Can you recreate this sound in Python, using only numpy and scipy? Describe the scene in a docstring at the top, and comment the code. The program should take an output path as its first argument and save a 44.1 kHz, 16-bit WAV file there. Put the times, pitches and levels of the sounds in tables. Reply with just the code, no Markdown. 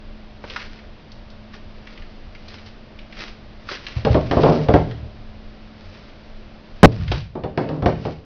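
"""Shoes scuff and tick on a concrete garage floor, over a faint hum, as someone walks round a large
cardboard box. The box is gripped, bumped, dragged and set down in hollow thumps: each impact excites
the modes of its body, its enclosed air and its panels, and stick-slip friction makes it judder.
A knock close to the microphone overloads it, and the box thumps a few more times while the automatic
gain control holds the level down."""
import sys
import numpy as np
from scipy import signal
from scipy.fft import rfft, irfft
from scipy.io import wavfile
from scipy.ndimage import uniform_filter1d

SR = 44100
rng = np.random.default_rng(int(sys.argv[2]) if len(sys.argv) > 2 else 0)


def put_to_file(sound):
    """Save the sound as 16-bit audio at rate SR, in the file named by the first command-line argument."""
    columns = np.atleast_2d(sound).T  # one column per channel
    safe = np.clip(columns, -1, 1)
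    whole_steps = np.round(safe * 32767)
    wavfile.write(sys.argv[1], SR, whole_steps.astype(np.int16))


N = 363815
TIME = np.arange(N) / SR
RING_TIME = TIME[:SR]  # the first second after an impact


def amp(db):
    """Amplitude ratio of a level in decibels."""
    return 10 ** (np.asarray(db) / 20)


def unit(x):
    """Normalisation to rms 1."""
    return x / np.sqrt(np.mean(x ** 2) + 1e-20)


def read(points, hz):
    """Interpolation of a table on a log-frequency axis."""
    f, value = np.transpose(points)
    return np.interp(np.log(hz + 1), np.log(f + 1), value)


def add(mix, s, sound):
    """Superposition: a sound joins the mix at s seconds."""
    part = mix[round(s * SR):][:len(sound)]
    part += sound[:len(part)]


def through(x, response):
    """Convolution with an impulse response, cut to the scene's length."""
    return signal.oaconvolve(x, response)[:N]


def passband(x, order, hz, kind):
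    """Maximally flat low-, high- or band-pass filtering."""
    return signal.sosfilt(signal.butter(order, hz, kind, fs=SR, output="sos"), x)


def colour(x, spectrum, size=4096):
    """Minimum-phase filtering to a spectral shape; white noise keeps its power."""
    log_gain = np.log(amp(read(spectrum, abs(np.fft.fftfreq(size, 1 / SR)))))
    response = np.exp(np.conj(signal.hilbert(log_gain)))
    taps = np.fft.ifft(response).real[:size // 2]
    return through(x, taps / np.linalg.norm(taps))


def drift(hz):
    """Random fluctuation of rms 1, its spectrum falling away above hz."""
    rolloff = np.exp(-(np.fft.rfftfreq(N, 1 / SR) / hz) ** 2)
    return unit(irfft(rfft(rng.standard_normal(N)) * rolloff, N))


def ring(modes):
    """Modal impulse response: a sum of damped sinusoids."""
    return sum(amp(db - 60 * RING_TIME / t60) * np.sin(2 * np.pi * hz * RING_TIME)
               for hz, db, t60 in modes)


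def contact(decay_s, rise_s):
    """Contact noise: a dying spray of tiny impacts as two rough faces meet."""
    return rng.standard_normal(SR) * np.exp(-RING_TIME / decay_s) * (1 - np.exp(-RING_TIME / rise_s))


def push(length_s):
    """Force pulse of unit impulse: the longer it lasts, the less treble it excites."""
    force = np.exp(-4 * RING_TIME / length_s) * RING_TIME
    return force / force.sum()


def stroke(peak_s, db, fall_s, rise_s=None):
    """Exponential swell and decay of sliding pressure; by default the swell is the quicker."""
    rise_s = rise_s or 0.69 * fall_s
    distance = np.maximum((peak_s - TIME) / rise_s, (TIME - peak_s) / fall_s)
    return amp(db) * np.exp(-np.minimum(distance, 20))


# Reverberation time of the garage: (frequency [Hz], T60 [s])
GARAGE_T60 = [(60, 1), (150, 0.64), (400, 0.38), (1000, 0.34), (3000, 0.44), (7000, 0.38)]
def garage(x, wet_db, spacing=22):
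    """Reverberation: dense reflections from walls and clutter, each band absorbed at its own rate."""
    taps = np.zeros(SR)
    slots = np.arange(round(.006 * SR), SR - spacing, spacing)
    polarity = rng.choice([-1., 1.], SR)[:len(slots)]
    taps[slots + rng.integers(0, spacing, SR)[:len(slots)]] = polarity
    hz, t, bands = signal.stft(taps, SR, nperseg=256)
    absorption = amp(-60 * t / read(GARAGE_T60, hz)[:, None])
    tail = signal.istft(bands * absorption, SR, nperseg=256)[1]
    return x + amp(wet_db) * through(x, tail / np.linalg.norm(tail))


# Spectrum of the noise floor: (frequency [Hz], relative level [dB])
NOISE_SPECTRUM = [(12, -9), (21, 7.5), (43, -6), (96, -9.5), (160, -15), (260, -16), (480, -21),
                  (600, -18.5), (800, -24.5), (1500, -28.5), (2850, -31), (4930, -35.5), (6000, -40)]
def noise_floor(level_db=-39.45, flutter_db=2.94):
    """Broadband noise: microphone hiss and room rumble, the rumble modulated in amplitude."""
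    shape = amp(read(NOISE_SPECTRUM, np.fft.rfftfreq(N, 1 / SR)))
    noise = irfft(rfft(rng.standard_normal(N)) * shape, N)
    rumble = passband(noise, 2, 120, "low")
    return amp(level_db) * unit(noise + rumble * (amp(flutter_db * drift(9.5)) - 1))


# Partials of an appliance's hum: (frequency [Hz], level [dB], modulation depth [ratio])
HUM_PARTIALS = [(93.5, -58, 1), (215.6, -50, 0.19), (340, -65.5, 0.18), (610, -63.5, 0.2), (738, -69, 0.5)]
def hum():
    """Amplitude and phase modulation: each partial of the hum wavers slowly."""
    out = np.zeros(N)
    for hz, db, depth in HUM_PARTIALS:
        envelope = amp(db) * np.sqrt(2) * (1 + depth * drift(3.9))
        out += envelope * np.sin(2 * np.pi * hz * TIME + 2 * depth * drift(2.2))
    return out


def snap(hz, half_width_octaves=0.31):
    """Band-limited transient: brief contact noise, its power independent of bandwidth."""
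    band = np.clip(hz * 2 ** (np.array([-1, 1]) * half_width_octaves), 1, SR / 2 - 1)
    burst = passband(contact(decay_s=0.0049, rise_s=0.0023), 1, band, "band")
    return burst * np.sqrt(SR / np.pi / np.ptp(band))


# Shoes, hands and cardboard catching: (time [s], level [dB], centre frequency [Hz])
CATCHES = [(0.498, -23.5, 2960), (0.5607, -11.5, 1400), (0.599, -25, 2430), (0.788, -31, 1540),
           (1.1174, -31, 4700), (1.3009, -35.5, 4700), (1.5362, -29, 1400), (1.8703, -26.5, 2080),
           (1.9738, -32, 2390), (2.021, -33.5, 2240), (2.349, -29, 2200), (2.4826, -29, 4380),
           (2.583, -31, 2400), (2.662, -33.5, 4030), (2.9876, -29.5, 2430), (3.124, -28, 2060),
           (3.688, -16.5, 1340), (3.8659, -16.5, 2560), (7.0076, -30.5, 1340), (7.0784, -21, 2160),
           (7.1154, -10.5, 3110)]
def ticks(grit_db=-20.5, grit_spread_db=4.5, grit_hz=2400, grit_within_s=0.081, specks=2):
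    """Small sources radiate little bass: sharp ticks, each followed by specks of loose grit."""
    out = np.zeros(N)
    for s, db, hz in CATCHES:
        add(out, s, amp(db - 1) * snap(hz))
        for late, (loudness, octaves) in zip(rng.random(specks), rng.standard_normal((specks, 2))):
            speck = amp(db + grit_db + grit_spread_db * loudness) * snap(grit_hz * 2 ** octaves)
            add(out, s + late * grit_within_s, speck)
    return garage(passband(out, 3, 950, "high"), wet_db=-6)


# Drags of the box over concrete: (peak time [s], level [dB], decay time [s])
BOX_DRAGS = [(4.49, -9, 0.094), (7.62, -14.5, 0.049), (7.76, -17.5, 0.13)]
def judder(slip_hz=54.06, unsteadiness=0.42):
    """Stick-slip friction: returns the pressure of the drags and their uneven train of slips."""
    pressure = sum(stroke(*drag) for drag in BOX_DRAGS)
    cycles = np.cumsum(slip_hz * np.exp(unsteadiness * drift(40))) / SR
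    return pressure, pressure * np.diff(np.floor(cycles), prepend=0)


# Swishes of soles, cloth and hands: (peak time [s], level [dB], decay time [s])
SCUFFS = [(.505, -35.5, 0.045), (.62, -39, 0.029), (.73, -42, 0.03), (1.543, -37.5, 0.015),
          (1.91, -51, 0.28), (2.525, -43, 0.086), (2.67, -41.5, 0.025), (3.208, -31, 0.047),
          (3.712, -25, 0.029), (3.92, -41, 0.23), (4.12, -37.5, 0.049), (4.43, -34.5, 0.22),
          (4.72, -46, 0.044), (5.95, -48, 0.29), (6.98, -45, 0.24), (7.145, -33, .038), (7.88, -34, 0.025),
          (8.051, -35, 0.082)]
def rubbing(grains_per_s=700, uneven_db=2.5, drag_db=-28.5, scrape_db=-23, scrape_rise_s=0.0027):
    """Sliding friction: hiss and catching grains in each swish, each drag and a scrape after each tick."""
    strokes = [stroke(*scuff) for scuff in SCUFFS]
    strokes += [stroke(s, db + drag_db, fall_s) for s, db, fall_s in BOX_DRAGS]
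    strokes += [stroke(s + 2 * scrape_rise_s, db + scrape_db, fall_s=0.048, rise_s=scrape_rise_s)
                for s, db, _ in CATCHES]
    pressure = np.sqrt(sum(each ** 2 for each in strokes))  # incoherent sources add in power
    sizes = amp(3.5 * np.minimum(rng.exponential(1, N), 5)) * rng.choice([-1, 1], N)
    grains = unit(sizes * (rng.random(N) < grains_per_s / SR))
    friction = unit(grains + 0.98 * rng.standard_normal(N)) * amp(uneven_db * drift(38))
    return friction * pressure


# Spectrum of the rubbing surfaces: (frequency [Hz], relative level [dB])
SURFACE_SPECTRUM = [(100, -17.5), (400, 1.5), (850, -5.5), (1200, -0.5), (2500, -0.5), (3500, -4),
                    (5000, -3.5), (7000, -8.5)]
def surfaces(friction):
    """Source and filter: the rubbing surfaces colour the friction noise they radiate."""
    return garage(colour(friction, SURFACE_SPECTRUM), wet_db=-8)


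# Jolts of the microphone: (time [s], level [dB], hold [s], decay time [s], corner frequency [Hz])
MICROPHONE_JOLTS = [(0.439, -29.5, 0.0033, 0.01, 600), (6.831, 15.5, 0.027, 0.00028, 233),
                    (6.858, -11.5, 0.01, 0.014, 80), (6.963, -24.5, 0.076, 0.16, 47),
                    (7.086, -22, 0.019, 0.14, 46.7), (7.116, -21, 0.0037, 0.026, 445)]
def jolts(mount_hz=116, mount_db=-26, mount_t60=0.42):
    """Structure-borne sound: dull knocks reach the microphone by the floor and its mount, which rings."""
    knocks, mount = np.zeros((2, N))
    for s, db, hold_s, decay_s, corner_hz in MICROPHONE_JOLTS:
        # the shaking thins out gently above the corner, then ends steeply
        shake = passband(rng.standard_normal(2 * SR), 1, corner_hz, "low")
        shake = passband(shake, 3, [58, corner_hz * 3.47], "band")[SR:]
        attack = 1 - np.exp(-RING_TIME / 0.00039)
        force = attack * np.exp(-np.maximum(RING_TIME - hold_s, 0) / decay_s)
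        shake_rms = np.sqrt(np.sum((shake * force) ** 2) / np.sum(force ** 2))
        add(knocks, s, amp(db) * force * shake / shake_rms)
        add(mount, s, amp(db) * ring([(mount_hz, mount_db, mount_t60)]))
    return garage(knocks, wet_db=-36.5) + mount


# Spectrum of a slap on cardboard: (frequency [Hz], relative level [dB])
SLAP_SPECTRUM = [(40, -28.5), (120, -5), (220, -3), (450, 0.5), (680, -0.5), (950, -10.5), (1250, -16.5),
                 (2000, -35), (5000, -53)]
# Modes of the cardboard panels: (frequency [Hz], relative level [dB], T60 [s])
BENDING_MODES = [(302, 7, 0.069), (406, -3, 0.29), (448.6, 4, 0.16), (540.4, 4, 0.17), (606, -3, 0.12),
                 (665, -19.5, 0.29), (907, -6.5, 0.056), (1014, -24.5, 0.19), (1085, -17.5, 0.071),
                 (1190, -33.5, 0.16)]
def panels(slap, scraping):
    """Plate vibration: slaps and scraping give a broadband response and ring the bending modes."""
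    modes = ring(BENDING_MODES)
    broadband = colour(slap + amp(-19) * scraping, SLAP_SPECTRUM)
    ringing = through(slap + amp(-4) * scraping, modes / np.linalg.norm(modes))
    return garage(broadband + amp(-5) * ringing, wet_db=-7)


# Deep swings of the whole box and the air around it: (frequency [Hz], level [dB], T60 [s])
BODY_MODES = [(75.9, -4.5, 0.55), (87.6, -4.5, 0.23), (116, 2, 0.2), (115, -9.5, 0.74)]
# Boom of the enclosed air and the broad sides: (frequency [Hz], level [dB], T60 [s])
CAVITY_MODES = [(156.3, -2.5, 0.33), (217, -13.5, 0.27), (237, -10.5, 0.45), (267, -11, 0.32),
                (311.4, -10.5, 0.32), (414, -20, 0.16)]
def body(shove, knock):
    """Resonance: slow shoves swing the whole box, and shorter knocks boom in its cavity."""
    return garage(through(shove, ring(BODY_MODES)) + through(knock, ring(CAVITY_MODES)), wet_db=-12)


# Spectrum of a crack along an edge: (frequency [Hz], relative level [dB])
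EDGE_SPECTRUM = [(200, -51), (800, -8), (1500, 10), (3000, 4), (5000, -4), (7000, -10.5)]
# Blows on the box: (time [s], force on the walls [dB], thud of its weight [dB], edge crack [dB])
IMPACTS = [(3.964, -37, -15.5, -43), (4.049, -7.5, -18, -18), (4.102, -28, -7.5, -35),
           (4.144, -6.5, -15.5, -22.5), (4.311, -9, -28, -15.5), (4.368, -6.5, -10.5, -33),
           (4.433, -4.5, -27, -20), (4.456, -3.5, -27, -29), (4.496, -10.5, -35.5, -32),
           (4.685, -7.5, -10, -22), (4.738, -2, -8, -18), (4.911, -39, -27, -30), (5.026, -44, -26, -56),
           (7.352, -13.5, -28, -33.5), (7.436, -12.5, -18.5, -23), (7.575, -5, -31, -14),
           (7.689, -14, -20, -22.5), (7.823, -8, -11.5, -22.5), (7.859, 0, -5, -10), (8.051, -10, -19, -22)]
def box(contact_s=0.011, softening=0.51, rebound_s=0.02, rebound_spread=0.2026, rebound_db=-5):
    """Impact excitation: each blow thuds, booms, slaps and cracks; drags drive the cavity and panels."""
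    shove, knock, slap, crack = np.zeros((4, N))
    rebounds = rebound_s * np.exp(rebound_spread * rng.standard_normal(len(IMPACTS)))
    for (s, force_db, thud_db, edge_db), rebound in zip(IMPACTS, rebounds):
        add(shove, s, amp(thud_db) * push(0.0041))
        add(knock, s, amp(force_db - 8) * push(0.0014))
        stretch = amp(-softening * force_db)  # a weaker blow stays in contact longer
        for delay, db in (0, 0), (rebound, rebound_db):  # the box rocks and slaps a second time
            flex = contact(contact_s * stretch, rise_s=0.0025) / np.sqrt(stretch)
            add(slap, s + delay, amp(force_db + db - 0.5) * flex)
        add(crack, s, amp(edge_db - 3) * contact(decay_s=0.006, rise_s=0.00025))
    pressure, slips = judder()
    knock += amp(-2.5) * through(slips, push(0.0014))
    scraping = pressure * rng.standard_normal(N)
    out = body(shove, knock) + panels(slap, scraping)
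    out += garage(colour(crack, EDGE_SPECTRUM), wet_db=-3.5)
    return passband(out, 3, 56, "high")  # the box's sound thins out below about 56 Hz


def scene():
    """Superposition of all sources at one microphone."""
    return (box() + ticks() + surfaces(rubbing()) + jolts() + noise_floor() + hum())[None]


def record(dry, rolloff_hz=5400, cutoff_hz=6500, duck_db=7, lag_s=0.44, overload_s=0.0044):
    """Band limiting and saturation; after a long overload the gain control backs off and stays down."""
    hz = np.fft.rfftfreq(N, 1 / SR)
    heard = irfft(rfft(dry) / np.sqrt(1 + (hz / rolloff_hz) ** 18), N)
    band_limit = signal.firwin(161, cutoff_hz, window=("kaiser", 8), fs=SR)
    heard = signal.oaconvolve(heard, band_limit[None], "same")
    window = round(0.03 * SR)
    over_full_scale_s = uniform_filter1d(1. * (abs(heard[0]) > 1), size=window) * window / SR
    latched = np.maximum.accumulate(over_full_scale_s > overload_s)
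    backed_off = np.interp(TIME - lag_s, TIME, latched)
    driven = heard * amp(-duck_db * uniform_filter1d(backed_off, size=4000))
    clipped = driven / (1 + driven ** 14) ** (1 / 14)
    return signal.oaconvolve(clipped, signal.firwin(101, 17000, fs=SR)[None], "same")


dry = scene()
out = record(dry)
put_to_file(out)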